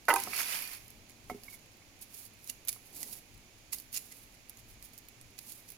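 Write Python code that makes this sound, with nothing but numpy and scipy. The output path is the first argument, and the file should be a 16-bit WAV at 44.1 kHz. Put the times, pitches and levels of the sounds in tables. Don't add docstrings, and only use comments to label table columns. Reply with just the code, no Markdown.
import sys
import numpy as np
from scipy import signal
from scipy.fft import rfft, irfft
from scipy.io import wavfile

SR = 44100
rng = np.random.default_rng(int(sys.argv[2]) if len(sys.argv) > 2 else 0)


def store_pcm(level_fs):
    pcm = np.round(np.clip(level_fs, -1, 1) * 32767).astype(np.int16)
    wavfile.write(sys.argv[1], SR, np.atleast_2d(pcm).T)


N = 254456
TIME = np.arange(N) / SR

# (frequency [Hz], spectral level [dB])
RUMBLE_SPECTRUM = [(25, -3.5), (45, 2.5), (75, -8), (108, 2), (160, -10.5), (300, -38)]
HUM_SPECTRUM = [(70, -13), (150, -7), (235, 1), (350, -4), (500, -8.5), (800, -8.5), (1500, -24),
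                (4000, -39.5)]
HISS_SPECTRUM = [(300, 0.5), (900, -3), (1600, -2), (2700, -1), (4000, -2), (6500, -1.5), (8000, -8),
                 (11000, -11), (16000, -18.5)]
SNAP_SPECTRUM = [(700, -19.5), (2500, -9.5), (5000, 0), (8000, -1), (11000, 2), (16000, -6)]
LEAF_SPECTRUM = [(150, -17), (500, -10), (1000, -3), (2600, 0), (3800, -4), (5200, 0.5), (7500, -6.5),
                 (9500, -2), (13000, -3), (16000, -12)]
SLIP_SPECTRUM = [(400, -47), (1000, -28), (2500, -6), (5500, 9), (7800, 3.5), (11000, 6.5), (16000, -9.5)]
HAND_SPECTRUM = [(500, -18), (2000, -16.5), (3500, -8.5), (5200, -2.5), (7500, -4.5), (9500, -1),
                 (12000, -0.5), (16000, -8)]
# (frequency [Hz], correlation [0-1])
CORRELATION = [(40, 0.62), (130, 0.93), (300, 0.87), (640, 0.55), (1400, 0), (3000, 0.08), (16000, 0)]
# (centre time [s], level [dB], half-length [s])
DEEP_THUDS = [(.95, -72, .07), (1.3, -60, .04), (3.36, -63, 0.05), (4.72, -60.5, 0.053), (5.26, -64, 0.03)]
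MUFFLED_MOVEMENTS = [(.27, -57, 0.047), (1.1, -76, 0.58), (3.04, -64, 0.084)]
# (time [s], level [dB], flake frequency [Hz])
SNAPS = [(.054, -39, 4650), (.093, -18.5, 10800), (0.139, -13.5, 10700), (0.1597, -16.5, 9000),
         (0.2008, -19.5, 9000), (0.2371, -19, 9000), (.5896, -33, 6440), (0.6756, -28.5, 4600),
         (.7331, -30.5, 13000), (0.881, -39, 13100), (.904, -36.5, 12300), (1.4354, -35.5, 4900),
         (2.444, -38.5, 11600), (2.4752, -31, 14000), (2.498, -21.5, 13200), (2.651, -39, 15000),
         (2.675, -27, 12060), (2.6842, -15.5, 10900), (2.6914, -17.5, 10350), (2.7285, -28.5, 11170),
         (3.03, -20.5, 8300), (3.1538, -36, 10540), (3.7264, -27.5, 10100), (3.7462, -27, 11700),
         (3.785, -33, 4700), (3.8, -32.5, 14100), (3.929, -29, 14200), (3.9744, -18.5, 7040),
         (4.496, -30.5, 12800), (4.5717, -40, 6840), (4.8258, -34.5, 12300), (4.9784, -34.5, 12200),
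         (4.986, -37, 14500), (5.086, -35, 13900), (5.213, -37, 8500), (5.3809, -40, 6400),
         (5.389, -32, 11500), (5.703, -35.5, 14900), (5.72, -36, 14700)]
WOOD_MODES = { "log": [(367, -47, 0.087), (568, -22.5, 0.082), (718, -25, 0.054), (926, -25.5, 0.29),
              (1077, -22, .06), (1324, -19.5, 0.055), (1477, -19, 0.093), (1627, -33, 0.0294),
              (1800, -21.5, 0.035), (2050, -27, 0.028), (2125, -28, 0.022), (2410, -38, 0.023)],
              "branch": [(314, -35.5, 0.18), (492, -27.5, 0.174), (675, -31, 0.082), (819, -24, 0.12),
              (933, -15, 0.16), (1272, -20.5, 0.07), (1737, -27.5, 0.044), (2005, -19, 0.029),
              (2830, -22.5, 0.034), (2900, -38, 0.0124), (3060, -29, 0.03)], "stick": [(384, -35.5, 0.16),
              (792, -26.5, 0.16), (1015, -23.5, 0.1), (1160, -26.5, 0.043), (1570, -25.5, 0.058),
              (2350, -40.5, 0.074), (2490, -32.5, 0.044)], "pole": [(564, -34.5, 0.014), (732, -40, 0.068),
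              (890, -37, 0.027), (1085, -37, 0.043), (1293, -36.5, 0.036), (1994, -47.5, 0.052),
              (2164, -48.5, 0.083)], "pile": [(107, -56, .12), (183.5, -46, 0.052), (243, -47, 0.094),
              (331, -45, 0.075), (409, -42.5, 0.1), (534, -44, 0.022)], "rod": [(920, -60, 0.033),
              (1200, -56, 0.02), (1606, -72, 0.029), (1940, -64, 0.039), (2770, -62, 0.047)],
              "splinter": [(1290, -45, 0.0096), (1840, -44, 0.0054), (2350, -45.5, 0.0087)],
              "twig": [(1106, -58, 0.035), (1530, -66, 0.047), (2190, -46.5, 0.029), (2270, -52, 0.027)], }
# (time [s], level [dB], contact cutoff [Hz], piece [name])
IMPACTS = [(.0828, -3, 2960, "log"), (.0853, 0.5, 5900, "log"), (.087, -3, 302, "pile"),
           (.0932, -2, 1700, "log"), (.1028, -3.5, 6000, "branch"), (.1097, -6, 2984, "branch"),
           (.129, -2.5, 1090, "stick"), (.139, -8, 1400, "branch"), (0.161, -2.5, 6000, "stick"),
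           (0.2719, -0.5, 1200, "pole"), (.273, -7, 2020, "pile"), (0.3335, 14, 6000, "splinter"),
           (.405, 16, 3520, "splinter"), (1.2977, 2.5, 5000, "pole"), (1.3, -11, 2000, "pile"),
           (1.3045, -6, 4900, "pole"), (1.3116, 5, 1500, "pile"), (1.344, 0, 600, "pile"),
           (1.481, 4.5, 6000, "twig"), (1.526, -4, 6040, "twig"), (1.54, -3, 6000, "twig"),
           (1.82, -8.5, 4000, "twig"), (2.496, -6, 5970, "rod"), (2.685, 0, 6000, "rod"),
           (2.761, -22, 4000, "pole"), (3.0317, -5, 6000, "rod"), (3.7307, 7.5, 2200, "rod")]
# (time of full pressure [s], level [dB], attack [s], hold [s], release [s])
LEAF_SHUFFLES = [(.17, -43, 0.078, 0.06, 0.24), (.392, -31.5, 0.1, 0.0061, 0.081),
                 (.525, -35.5, 0.28, 0.013, 0.24), (.74, -46.5, 0.16, 0.0091, 0.049)]
HAND_STROKES = [(1.3, -59, 0.045, 0.0043, 0.034), (1.525, -51.5, 0.17, 0.02, 0.026),
                (2.012, -45, 0.0033, 0.017, 0.017), (2.145, -52.5, 0.069, .12, 0.026),
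                (2.493, -50, .09, .005, 0.036), (2.69, -53.5, 0.018, 0.047, 0.039),
                (2.86, -56.5, .04, .005, 0.047), (2.968, -46, 0.065, 0.042, 0.091),
                (3.1, -49.5, .08, 0.069, 0.053), (3.731, -40, .013, .003, 0.058),
                (3.79, -55.5, .04, .01, 0.07), (3.932, -46.5, 0.016, .04, 0.033),
                (4.01, -59, .05, 0.19, 0.15), (4.59, -61, .04, .005, 0.036),
                (4.705, -57.5, 0.047, 0.0069, 0.043), (4.845, -51, 0.032, .005, 0.039),
                (4.935, -58.5, 0.011, 0.0065, 0.036), (5.41, -60, .05, 0.044, .02),
                (5.492, -47.5, 0.038, 0.014, 0.13), (5.69, -56, 0.03, 0.019, 0.044)]
# (centre time [s], level [dB], half-length [s], resonance at the contact [Hz])
SLIPS = [(1.101, -56, .008, 2220), (2.497, -39, 0.006, 2800), (2.689, -36.5, .0045, 2290),
         (3.033, -38, .002, 1950), (3.733, -36.5, 0.0054, 2040), (3.96, -36.5, 0.012, 2670),
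         (3.979, -39, 0.0023, 2620), (4.122, -47, .0057, 2070), (4.344, -58, .008, 2200),
         (5.389, -42.5, 0.0036, 2500), (5.69, -50, .0028, 2500)]
# (frequency [Hz], width [Hz], gain [dB])
STICK_RESONANCES = [(2014, 60, 11), (2830, 73, 4), (3700, 790, -2.5), (5700, 550, -1), (7200, 240, 3.5)]
PORT_RESONANCES = [(2350, 545, 8.5), (4520, 650, 2.5), (6740, 230, 7), (10930, 430, 8), (12410, 1760, 6.5),
                   (14990, 390, 11.5)]


def from_db(db):
    return 10 ** (np.asarray(db) / 20)


def unit_rms(x):
    return x / np.sqrt(np.mean(x ** 2) + 1e-20)


def at_hz(points, hz):
    frequencies, values = np.transpose(points)
    return np.interp(np.log(hz + 1), np.log(frequencies), values)


def diffuse_noise(spectrum):
    hz = np.arange(N // 2 + 1) * SR / N
    mid, side = rfft(rng.standard_normal((2, N)))
    alike = at_hz(CORRELATION, hz)
    pair = np.sqrt(1 + alike) * mid + np.sqrt(1 - alike) * side * [[1], [-1]]
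    return unit_rms(irfft(pair * from_db(at_hz(spectrum, hz)), N))


def decay(clicks, t60):
    return signal.lfilter([1], [1, -from_db(-60 / (t60 * SR))], clicks + 1e-18)


def ring(clicks, hz, t60):
    radius, angle = from_db(-60 / (t60 * SR)), 2 * np.pi * hz / SR
    return signal.lfilter([0, np.sin(angle)], [1, -2 * radius * np.cos(angle), radius ** 2], clicks + 1e-18)


def resonate(x, peaks):
    for hz, width_hz, db in peaks:
        band = signal.lfilter(*signal.iirpeak(hz, hz / width_hz, fs=SR), x)
        x = x + (from_db(db) - 1) * band
    return x


def pulses(rows):
    return sum(from_db(db) * np.exp(-.5 * ((TIME - s) / half) ** 2) for s, db, half in rows)


def strokes(rows, range_db=20):
    power = 0
    for s, db, attack, hold, release in rows:
        away = np.maximum(s - TIME, 0) / attack + np.maximum(TIME - s - hold, 0) / release
        power = power + from_db(db - range_db * np.minimum(away, 10)) ** 2
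    return np.sqrt(power)


def crinkle(spectrum, per_s, spread_db, grain_t60, clump_db, clumps_per_s=90):
    born = rng.random(N) < per_s / SR
    sizes = from_db(spread_db * np.minimum(rng.exponential(1, N), 4))
    power = decay(born * sizes ** 2, grain_t60 / 2)
    grains = diffuse_noise(spectrum) * np.sqrt(power)
    clumps = np.interp(TIME * clumps_per_s, np.arange(4096), rng.standard_normal(4096))
    return unit_rms(grains * from_db(clump_db * clumps))


def ambience_and_thuds(rumble_db, hum_db, hiss_db):
    rumble = (from_db(rumble_db) + pulses(DEEP_THUDS)) * diffuse_noise(RUMBLE_SPECTRUM)
    hum = (from_db(hum_db) + pulses(MUFFLED_MOVEMENTS)) * diffuse_noise(HUM_SPECTRUM)
    hiss = from_db(hiss_db) * diffuse_noise(HISS_SPECTRUM)
    return rumble * from_db([[3.8], [-3.8]]) + hum * from_db([[1.6], [-1.6]]) + hiss


def snap_events(stray_gap_s=.12, stray_db=-50.5, wait_s=.012, loss_db=19, flake_hz=(5900, 14900)):
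    strays = [(s, stray_db) for s in np.cumsum(stray_gap_s * rng.exponential(1, 80))]
    triggered = [(s + wait_s * rng.uniform(.5, 2.4), db - loss_db) for s, db, _ in SNAPS]
    return SNAPS + [(s, db + rng.standard_normal(), rng.uniform(*flake_hz)) for s, db in strays + triggered]


def bark_snaps(gain_db, snap_t60, shiver_db, shiver_t60, flake_db, flake_t60, tear_s):
    clicks, flakes = np.zeros(N), np.zeros((2, N))
    t = TIME[:SR // 20]
    for s, db, hz in snap_events():
        at = round(s * SR)
        tone = np.sin(2 * np.pi * (hz * t + rng.random((2, 1))))
        if at < N:
            clicks[at] += from_db(db)
            flakes[:, at:at + len(t)] += (from_db(db - 60 * t / flake_t60) * tone)[:, :N - at]
    tearing = decay(clicks[::-1], tear_s)[::-1] / 2
    shiver = from_db(shiver_db) * decay(clicks, shiver_t60)
    ticks = diffuse_noise(SNAP_SPECTRUM) * (tearing + decay(clicks, snap_t60) + shiver)
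    return from_db(gain_db) * ticks + from_db(flake_db) * flakes


def forest_echo(x, near_db, near_t60, far_db, far_t60):
    t = TIME[:SR]
    near, far = rng.standard_normal((2, 2, SR))
    near = near * from_db(-60 * t / near_t60) * (t > .003)
    far = far * from_db(-60 * t / far_t60) * (t > .025)
    response = (from_db(near_db) * unit_rms(near) + from_db(far_db) * unit_rms(far)) / np.sqrt(SR)
    return signal.fftconvolve(x, response, axes=1)[:, :N]


def wood_knocks(gain_db, uneven_db, crack_db, crack_t60):
    modes, energy = np.zeros(N), np.zeros(N)
    click = np.r_[1., np.zeros(SR // 2)]
    for s, impact_db, cutoff_hz, piece in IMPACTS:
        at = round(s * SR)
        for k, (hz, mode_db, t60) in enumerate(WOOD_MODES[piece]):
            gain = from_db(impact_db + mode_db + uneven_db * rng.standard_normal())
            gain /= np.hypot(1, (hz / cutoff_hz) ** 2)
            modes[at:at + len(click)] += ((-1) ** k * gain * ring(click, hz, t60))[:N - at]
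            energy[at] += gain ** 2
    crack = from_db(crack_db) * np.sqrt(decay(energy, crack_t60 / 2)) * diffuse_noise(LEAF_SPECTRUM)
    pair = np.array([modes, np.roll(modes, 2)])
    return from_db(gain_db) * (pair + crack)


def leaf_ticks(per_s, spread_db, t60_cycles, pitches=24):
    ticks = np.zeros((2, N))
    for hz in np.geomspace(1500, 14000, pitches):
        born = np.flatnonzero(rng.random(N) < per_s / pitches / SR)
        sizes = from_db(spread_db * np.minimum(rng.exponential(1, len(born)), 3))
        clicks = np.zeros((2, N))
        clicks[:, born] = sizes * rng.choice([-1, 1], (2, len(born)))
        ticks += hz * from_db(at_hz(LEAF_SPECTRUM, hz)) * ring(clicks, hz, t60_cycles / hz)
    return unit_rms(ticks)


def leaf_shuffles(crush_db, tick_db):
    crush = crinkle(LEAF_SPECTRUM, per_s=3000, spread_db=2.0, grain_t60=0.03, clump_db=0.5)
    ticks = leaf_ticks(per_s=450, spread_db=6.0, t60_cycles=97)
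    return strokes(LEAF_SHUFFLES) * (from_db(crush_db) * crush + from_db(tick_db) * ticks)


def bark_slips(gain_db, contact_width_hz, contact_db):
    fractures = crinkle(SLIP_SPECTRUM, per_s=2500, spread_db=3.6, grain_t60=.003, clump_db=1.2)
    rubbed = resonate(fractures, STICK_RESONANCES)
    slips = np.zeros((2, N))
    for s, db, half, hz in SLIPS:
        slip = pulses([(s, db, half)]) * rubbed + 1e-18
        slips += resonate(slip, [(hz, contact_width_hz, contact_db)])
    return from_db(gain_db) * slips


def hand_strokes(gain_db):
    hiss = crinkle(HAND_SPECTRUM, per_s=4000, spread_db=1.5, grain_t60=0.0062, clump_db=3.0)
    return from_db(gain_db) * strokes(HAND_STROKES) * hiss


def scene():
    background = ambience_and_thuds(rumble_db=-65.5, hum_db=-66.5, hiss_db=-63.0)
    work = bark_snaps(gain_db=-14, snap_t60=0.0095, shiver_db=-11.0, shiver_t60=0.048,
                      flake_db=-8.5, flake_t60=0.008, tear_s=0.0085)
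    work += wood_knocks(gain_db=-1.5, uneven_db=2.53, crack_db=-21.5, crack_t60=0.082)
    work += leaf_shuffles(crush_db=-2.5, tick_db=-10.5)
    work += bark_slips(gain_db=-3.5, contact_width_hz=110, contact_db=11.5)
    work += hand_strokes(gain_db=-1.0)
    echo = forest_echo(work, near_db=-11.5, near_t60=0.06, far_db=-18, far_t60=0.38)
    return (background + work + echo) * from_db([[-1.5], [1.5]])


def record(dry, cutoff_hz=16100):
    left, right = dry
    low_pass = signal.ellip(10, .1, 80, cutoff_hz, fs=SR, output="sos")
    return signal.sosfilt(low_pass, [left, resonate(right, PORT_RESONANCES)])


dry = scene()
out = record(dry)
store_pcm(out)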